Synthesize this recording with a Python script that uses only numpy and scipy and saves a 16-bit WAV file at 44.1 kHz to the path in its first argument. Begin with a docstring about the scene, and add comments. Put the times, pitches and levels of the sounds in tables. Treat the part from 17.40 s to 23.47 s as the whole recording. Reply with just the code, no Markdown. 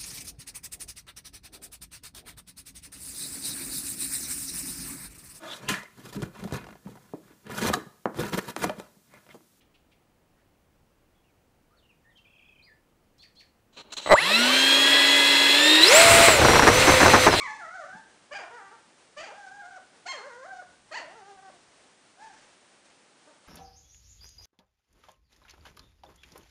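"""A quiet tiled room: puppies whine in a wooden pen, a step or two from the microphone.
Five cries start as an open-mouthed yelp and sink into a long whine through the nose; faint whimpers
follow. Each is a gliding stack of vocal-fold harmonics plus breath, shaped by throat, mouth and nose.
Paws bump, fur brushes on a blanket, a puppy sniffs faintly, and the room rings briefly. The hand on
the microphone rumbles; the recorder adds hiss and a thin high tone."""
import sys
import numpy as np
from scipy import signal
from scipy.fft import rfft, irfft, next_fast_len
from scipy.io import wavfile
from scipy.ndimage import uniform_filter1d

SR = 44100
rng = np.random.default_rng(int(sys.argv[2]) if len(sys.argv) > 2 else 0)


def store_wav(level_fs):
    """Save 16-bit WAV to argv[1]."""
    pcm = np.round(np.clip(np.atleast_2d(level_fs), -1, 1) * 32767)
    wavfile.write(sys.argv[1], SR, pcm.T.astype(np.int16))


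N = 267898
BAND_LIMIT_HZ = 10050


def gain_of(db):
    """Decibels to amplitude."""
    return 10 ** (np.asarray(db) / 20)


def read(points, hz):
    """Interpolates a table on a log-frequency axis."""
    f, value = np.transpose(points)
    return np.interp(np.log(hz + 1), np.log(f + 1), value)


def ramp(t, start, length):
    """Linear rise from 0 to 1."""
    return np.clip((t - start) / length, 0, 1)


def bell(x, centre, width):
    """Gaussian of height 1."""
    return np.exp(-((x - centre) / width) ** 2)


def add(mix, start_s, sound):
    """Mixes a sound in; start_s may be negative."""
    start = round(start_s * SR)
    sound = sound[max(-start, 0):]
    part = mix[max(start, 0):][:len(sound)]
    part += sound[:len(part)]


def shaped_noise(gain_at, size):
    """Noise of rms 1, weighted by gain_at(hz)."""
    padded = 2 * next_fast_len(size // 2 + 1)
    hz = np.fft.rfftfreq(padded, 1 / SR)
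    noise = irfft(rfft(rng.standard_normal(padded)) * gain_at(hz))[:size]
    return noise / np.sqrt(np.mean(noise ** 2) + 1e-20)


def coloured(spectrum, size):
    """Noise of rms 1 from (Hz, dB) points."""
    return shaped_noise(lambda hz: gain_of(read(spectrum, hz)), size)


def wander(rate_hz, size):
    """Smooth random motion of rms 1, up to about rate_hz."""
    return shaped_noise(lambda hz: 1 / (1 + (hz / rate_hz) ** 4), size)


# Each row: frequency in Hz, relative noise density in dB.
HISS_SPECTRUM = [(15, -64), (25, -25.5), (109, -9.5), (226, -1.5), (363, 0), (412, -1.5), (491, -1),
                 (599, -0.5), (679, -3), (732, -1), (1120, -4), (1850, -5.5), (9870, -13.5), (12800, -54),
                 (21700, -120)]


def background(hiss_db=-60.5, swell_db=0.93, tone_hz=8122.5, tone_db=-77.5):
    """Room noise and recorder hiss, with a thin electronic tone."""
    hiss = coloured(HISS_SPECTRUM, N) * gain_of(hiss_db + swell_db * wander(8.5, N))
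    tone = np.sqrt(2) * np.sin(2 * np.pi * tone_hz * np.arange(N) / SR)
    return hiss + gain_of(tone_db) * tone


# Each row: time in seconds, rumble level in dB.
HANDLING_LEVELS = [(0, -70.5), (.9, -74), (1.402, -78), (1.998, -78), (3.7, -71), (4.4, -80), (6.07, -103)]


def handling(lumps_db=3):
    """Uneven low rumble from the hand holding the microphone."""
    level_db = np.interp(np.arange(N) / SR, *np.transpose(HANDLING_LEVELS))
    rumble = coloured([(15, -19), (35, -13), (100, -8.5), (190, -5), (450, -29)], N)
    return rumble * gain_of(level_db + lumps_db * wander(34, N))


# Each row: frequency in Hz, time for the room to decay 60 dB in seconds.
ROOM_T60 = [(250, 0.17), (800, 0.44), (2000, 0.59), (4500, 0.37), (9000, 0.32)]


def room(x, room_db, echoes=6):
    """Early echoes off the pen walls, then the room's diffuse tail."""
    t = np.arange(SR) / SR
    hz, frame_s, spectra = signal.stft(rng.standard_normal(SR), SR, nperseg=256)
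    decay = gain_of(-60 * frame_s / read(ROOM_T60, hz)[:, None])
    tail = signal.istft(spectra * decay, SR, nperseg=256)[1][:SR] * ramp(t, 0.006, 0.012)
    response = tail / np.linalg.norm(tail)
    delays = (rng.uniform(0.003, 0.018, echoes) * SR).astype(int)
    response[delays] += gain_of(-8) * rng.choice([-1, 1], echoes) / np.sqrt(echoes)
    response *= gain_of(room_db)
    response[0] += 1  # direct sound
    return signal.fftconvolve(x, response / np.linalg.norm(response))


# Each row: frequency in Hz, relative noise level in dB.
SWELL_SPECTRUM = [(100, -10), (300, -6), (1200, -5.5), (2200, -4), (3500, -10.5), (6000, -8), (10000, -19)]
# Each row: start in seconds, length in seconds, level in dB.
HISSY_SWELLS = [(4.22, 0.06, -64), (4.827, 0.2, -61), (5.447, 0.035, -66)]


def fur_and_sniff(rise_s=0.023, fall_s=0.078, grain_db=2.0):
    """Soft hissy swells: fur brushing, and a puppy's faint sniff near 4.8-5.0 s."""
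    t = np.arange(N) / SR
    swells = np.zeros(N)
    for start, length, level_db in HISSY_SWELLS:
        before, after = np.minimum(t - start, 0), np.maximum(t - start - length, 0)
        swells += gain_of(level_db) * np.exp(before / rise_s - after / fall_s)
    return coloured(SWELL_SPECTRUM, N) * swells * gain_of(grain_db * wander(40, N))


# Each row: start in seconds, level in dB, pitch in Hz, rough length in seconds.
PAW_BUMPS = [(.527, -53.5, 232, 0.037), (0.599, -68, 214, 0.026), (0.719, -68, 220, 0.025),
             (2.169, -74, 240, 0.027), (4.19, -74, 328, 0.074), (4.91, -66, 298, .05),
             (5.219, -74, 330, .04)]


def paw_bump(level_db, hz, length_s):
    """A padded blow of paw or body on the pen floor: a swell of low noise, no ring."""
    t = np.arange(SR // 3) / SR
    spectrum = [(hz / 5, -28), (hz * 0.6, -12), (hz, 0), (hz * 1.7, -18), (hz * 10, -42)]
    peak_s = length_s / 2
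    envelope = t / peak_s * np.exp(1 - t / peak_s)
    return gain_of(level_db) * coloured(spectrum, len(t)) * envelope


# Throat response, mouth shut and wide open. Each row: frequency in Hz, gain in dB.
MOUTH_SHUT = [(280, -12), (400, -11), (580, 3.5), (780, 0), (1100, -0.5), (1500, 1.5), (2050, -11.5),
              (2500, -29), (3300, -29), (4700, -28.5), (5700, -28), (7000, -28), (10000, -52.5)]
MOUTH_OPEN = [(330, -20.5), (600, 3.5), (900, 0.5), (1250, -6), (1700, -1.5), (2250, -0.5), (3000, 1),
              (3700, -13), (4400, -10.5), (5400, -10.5), (6500, -6.5), (7400, -10.5), (8500, -22),
              (10000, -29.5)]


def throat_db(hz, nasal_db, mouth, nose_hz=1700, nose_width_hz=800):
    """An open mouth lets the treble out; the nose adds a flat-topped resonance."""
    oral_db = (1 - mouth) * read(MOUTH_SHUT, hz) + mouth * read(MOUTH_OPEN, hz)
    return oral_db + nasal_db * np.exp(-((hz - nose_hz) / nose_width_hz) ** 4)


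# Each row: frequency in Hz, relative level of the nose hiss in dB.
NOSE_SPECTRUM = [(300, -32), (800, 0), (1700, -1.5), (2500, -16.5), (3400, -3), (4700, -9), (5800, -4.5),
                 (6800, -5), (8500, -13), (10000, -23)]


def breath(cycles, mouth, rasp_db, hiss_db):
    """Air leaves by mouth and nose, one puff per vocal-fold cycle."""
    rasp = gain_of(rasp_db) * mouth * coloured(MOUTH_OPEN, len(cycles))
    hiss = gain_of(hiss_db) * coloured(NOSE_SPECTRUM, len(cycles))
    return (rasp + hiss) * (1 + np.cos(2 * np.pi * cycles))


# Five cries, then three whimpers. Each row: throat whistle in Hz; whistle, shut-mouth fundamental,
# treble, rasp and nose hiss gains in dB; pitch jitter as a share; room gain in dB.
CALL_VOICES = [ (3940, 22, -0.5, -1.5, -28, -20.5, 0.0095, -5),
               (4830, 22, -2, -13, -17, -19.5, 0.0089, -5.5), (4650, 15, -2, -5, -15, -18.5, 0.0064, -7),
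               (4300, 13, 5, 3, -32, -30, .001, -6), (4430, 20, -1, -3, -20.5, -26, .006, -6.5),
               (4500, 0, 8, 0, -12, -20, .02, -6), (4500, 0, 3, -3, -20, -21, .016, -6),
               (4500, 0, 10.5, -3, -5, -14, 0.033, -4), ]


def puppy_voice(contour, voice, tremble=0.0063, waver_db=1.9,
                crack_oct_per_s=22, crack_jitter=0.04, crack_db=2.5, crack_split=0.4):
    """Vocal-fold harmonics and breath follow a contour, through the throat and into the room."""
    whistle_hz, whistle_db, fundamental_db, treble_db, rasp_db, hiss_db, jitter, room_db = voice
    times, *tracks = contour
    t = np.arange(times[0], times[-1], 1 / SR)
    n = len(t)
    tracks = [np.interp(t, times, track) for track in tracks]
    hz, level_db, nasal_db, mouth = uniform_filter1d(tracks, size=200, mode="nearest")
    mouth = np.clip(mouth, 0, 1)
    # the folds lose their grip in fast slides: the voice cracks
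    oct_per_s = uniform_filter1d(abs(np.gradient(np.log2(hz))) * SR, size=500)
    crack = np.tanh(oct_per_s / crack_oct_per_s) * np.sqrt(mouth)
    hz = hz * (1 + tremble * wander(51, n) + (jitter + crack_jitter * crack) * wander(202, n))
    level_db = level_db + crack_db * crack * wander(270, n)
    cycles = np.cumsum(hz) / SR
    k = np.arange(1, 19)[:, None]
    harmonic_hz = k * hz
    colour_db = throat_db(harmonic_hz, nasal_db, mouth) + fundamental_db * (1 - mouth) * (k == 1)
    colour_db += whistle_db * mouth * bell(harmonic_hz, whistle_hz, 300)
    colour_db += treble_db * ramp(harmonic_hz, 2800, 1000)
    gains = gain_of(colour_db) * (harmonic_hz < BAND_LIMIT_HZ)
    gains /= np.sqrt((gains ** 2).sum(0) / 2)
    offsets = rng.random(k.shape)  # the throat delays each harmonic differently
    sound = (gains * np.cos(2 * np.pi * (k * cycles + offsets))).sum(0)
    sound *= 1 + crack_split * crack * np.cos(np.pi * cycles)  # strong and weak pulses alternate
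    sound += breath(cycles, mouth, rasp_db, hiss_db)
    fade = ramp(np.minimum(t - t[0], t[-1] - t), 0, 0.003)
    level_db += waver_db * (1 - mouth) * wander(47, n)  # whines are less steady than yelps
    return room(sound * fade * gain_of(level_db), room_db)


# Each row: time in seconds, level change in dB.
VOICE_CATCHES = [(0.183, -14), (0.3, -11), (1.096, -33), (1.19, 1), (1.304, -17), (2.103, -16),
                 (2.305, -12.5), (3.067, 1), (3.213, -11), (3.845, -3), (3.952, -23), (4.013, -27),
                 (4.86, -7), (4.888, -11)]


def catches_db(t, half_length_s=0.0073):
    """Brief dips where the voice catches."""
    return sum(dip_db * bell(t, at_s, half_length_s) for at_s, dip_db in VOICE_CATCHES)


# Each row: time and half length in seconds, level and nasal changes in dB, extra mouth opening.
WHINE_PUSHES = [(0.16, 0.039, -2.5, -19, 0.005), (0.264, 0.0079, 6, 1, 0), (0.353, 0.021, 5, 0, 0.055),
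                (0.413, 0.036, 4.5, -13.5, 0), (0.581, 0.018, 8.5, -25, 0), (1.15, 0.021, 3, 4.5, 0),
                (2.085, 0.0099, 4, 6.5, 0.018), (2.209, 0.013, 2.5, 14, 0), (2.878, 0.02, 3.5, -5, 0.028),
                (3.042, 0.01, 4.5, 6, 0.041), (3.106, 0.011, 2, 23, 0), (3.17, 0.063, 4, -4, 0)]


def pushes(t):
    """The puppy pushes harder in mid-whine, shifting level, nasal ring and mouth opening."""
    return sum(np.outer(changes, bell(t, at_s, half_s)) for at_s, half_s, *changes in WHINE_PUSHES)


# Each row: start and length in seconds, top pitch in Hz, pitch arch as a share, top level in dB,
# nasal ring in dB.
WHIMPER_ARCHES = [(4.111, 0.072, 354.4, 0.03, -64, -23), (4.767, 0.172, 897, 0.25, -49, -3),
                  (5.862, 0.058, 305, 0.055, -55, -8.5)]


def whimper(start, length, top_hz, arch_share, top_db, nasal_db, arch_db=19.5, mouth=0.083):
    """Contour of a whimper, mouth nearly shut: pitch and level rise and fall together."""
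    t = np.arange(start, start + length, 1 / SR)
    sag = 1 - np.sin(np.pi * ramp(t, start, length))
    hz = top_hz * (1 - arch_share * sag)
    level_db = top_db - arch_db * sag ** 2 + catches_db(t)
    return np.broadcast_arrays(t, hz, level_db, nasal_db, mouth)


# Each row: start, leap and break in seconds; pitch at each in Hz; start and top level in dB;
# widest mouth 0-1; nasal ring in dB; quaver as a share; sink time in seconds.
CRY_YELPS = [(-0.14, -0.11, -0.002, 850, 1290, 1075, -40, -33.5, 0.75, 16, 0.005, 0.11),
             (0.908, 0.951, 0.978, 525, 805, 810, -40, -36.5, 0.95, 6, 0.015, 0.04),
             (1.763, 1.838, 1.852, 560, 815, 785, -39, -42, 0.9, 2, 0.025, 0.037),
             (2.654, 2.685, 2.722, 645, 1072, 1060, -40, -34, 1.0, 7, 0.002, 0.033),
             (3.508, 3.543, 3.584, 570, 880, 1000, -41, -35, 0.88, 7, 0.05, 0.031)]
# Each row: level in dB, slope in dB per second, nasal ring in dB, mouth opening 0-1,
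# release in seconds, closing pitch drop as a share.
CRY_WHINES = [(-40.5, -14.5, 7.5, 0.06, 0.11, 0.13), (-47, -10, -4.5, 0.2, 0.078, 0.24),
              (-49, 5.5, -5, 0.05, 0.0047, 0.35), (-47.5, -0.5, -0.5, 0.12, 0.0047, 0.3),
              (-50.5, -3, -12.5, 0.08, 0.0062, 0.324)]
# One list per whine. Each row: time in seconds, pitch in Hz.
WHINE_TUNES = [
    [(0.032, 1175), (0.048, 1015), (0.066, 1000), (0.078, 860), (0.165, 885), (0.2, 835), (0.215, 720),
     (0.26, 630), (0.355, 766), (0.44, 575), (0.465, 738), (0.52, 765), (0.585, 900), (0.66, 820)],
    [(1.0, 522), (1.02, 385), (1.056, 311), (1.118, 470), (1.17, 484), (1.21, 392), (1.3, 392),
     (1.335, 468), (1.41, 425)],
    [(1.878, 447), (1.906, 385), (1.946, 775), (1.98, 826), (2.085, 750), (2.13, 803), (2.205, 817),
     (2.238, 686), (2.32, 785), (2.392, 715)],
    [(2.733, 637), (2.765, 546), (2.8, 385), (2.875, 597), (2.914, 461), (3.038, 542), (3.068, 750),
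     (3.11, 780), (3.15, 736), (3.232, 725)],
    [(3.598, 600), (3.614, 370), (3.657, 280), (3.766, 468), (3.825, 382), (3.889, 407), (3.991, 376),
     (4.036, 394), (4.112, 368)],
]


def cry(yelp, whine, tune, climb_ratio=1.2, leap_s=0.011, quaver_hz=55, drop_s=0.0213,
        open_s=0.02, close_lag=1.17, attack_s=0.01, attack_db=-17, release_db=-22,
        slip_s=0.007, slip_db=-5, nasal_db_per_oct=5.5, nasal_waver_db=3.5):
    """Contour of a cry: a yelp climbs, leaps to a high note, breaks and sinks into a nasal whine."""
    start, leap, crest, start_hz, leap_hz, break_hz = yelp[:6]
    start_db, top_db, widest, yelp_nasal_db, quaver, sink_s = yelp[6:]
    whine_db, slope_db_per_s, whine_nasal_db, whine_mouth, release_s, drop = whine
    tune_s, tune_hz = np.transpose(tune)
    end = tune_s[-1]
    t = np.arange(start, end, 1 / SR)
    swell = ramp(t, start, leap - start)
    # after the break the effort sinks and the mouth closes
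    since_break = np.maximum(t - crest, 0)
    effort = np.exp(-since_break / sink_s)
    gape = bell(since_break, 0, close_lag * sink_s)
    yelp_mouth = widest * ramp(t, start, open_s) * (0.96 + 0.04 * swell)
    mouth = gape * yelp_mouth + (1 - gape) * whine_mouth

    hz = np.interp(t, [start, leap - leap_s, leap, crest, *tune_s],
                   [start_hz, start_hz * climb_ratio, leap_hz, break_hz, *tune_hz])
    octaves = np.log2(hz / np.median(hz))
    hz *= 1 + quaver * gape * wander(quaver_hz, len(t))
    hz *= 1 - drop * ramp(t, end - drop_s, drop_s)

    yelp_db = start_db + (top_db - start_db) * swell
    held_db = whine_db + slope_db_per_s * since_break
    level_db = effort * yelp_db + (1 - effort) * held_db + catches_db(t)
    level_db += attack_db * (1 - ramp(t, start, attack_s))
    level_db += release_db * ramp(t, end - release_s, release_s)
    # the voice thins as it slips into and out of the high note
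    level_db += slip_db * (bell(t, leap - leap_s / 2, slip_s) + bell(t, crest + leap_s / 2, slip_s))

    ring_db = whine_nasal_db + nasal_db_per_oct * octaves + nasal_waver_db * wander(18, len(t))
    nasal_db = effort * yelp_nasal_db * swell + (1 - effort) * ring_db
    push_db, push_nasal_db, push_mouth = pushes(t)
    return t, hz, level_db + push_db, nasal_db + push_nasal_db, mouth + push_mouth


def scene():
    """Shuffling, a sniff, cries and whimpers over the background, in mono."""
    pen = fur_and_sniff()
    for start_s, *bump in PAW_BUMPS:
        add(pen, start_s, paw_bump(*bump))
    mix = room(pen, room_db=-16)[:N] + background() + handling()
    contours = [cry(*parts) for parts in zip(CRY_YELPS, CRY_WHINES, WHINE_TUNES)]
    contours += [whimper(*row) for row in WHIMPER_ARCHES]
    for contour, voice in zip(contours, CALL_VOICES):
        times = contour[0]
        add(mix, times[0], puppy_voice(contour, voice))
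    return mix[None]


def record(dry):
    """The recorder's steep band limit, after a 100-sample fade-in."""
    lowpass = signal.firwin(801, BAND_LIMIT_HZ, window=("kaiser", 8), fs=SR)
    fade_in = ramp(np.arange(N), 0, 100)
    return signal.oaconvolve(dry * fade_in, lowpass[None], "same")


dry = scene()
out = record(dry)
store_wav(out)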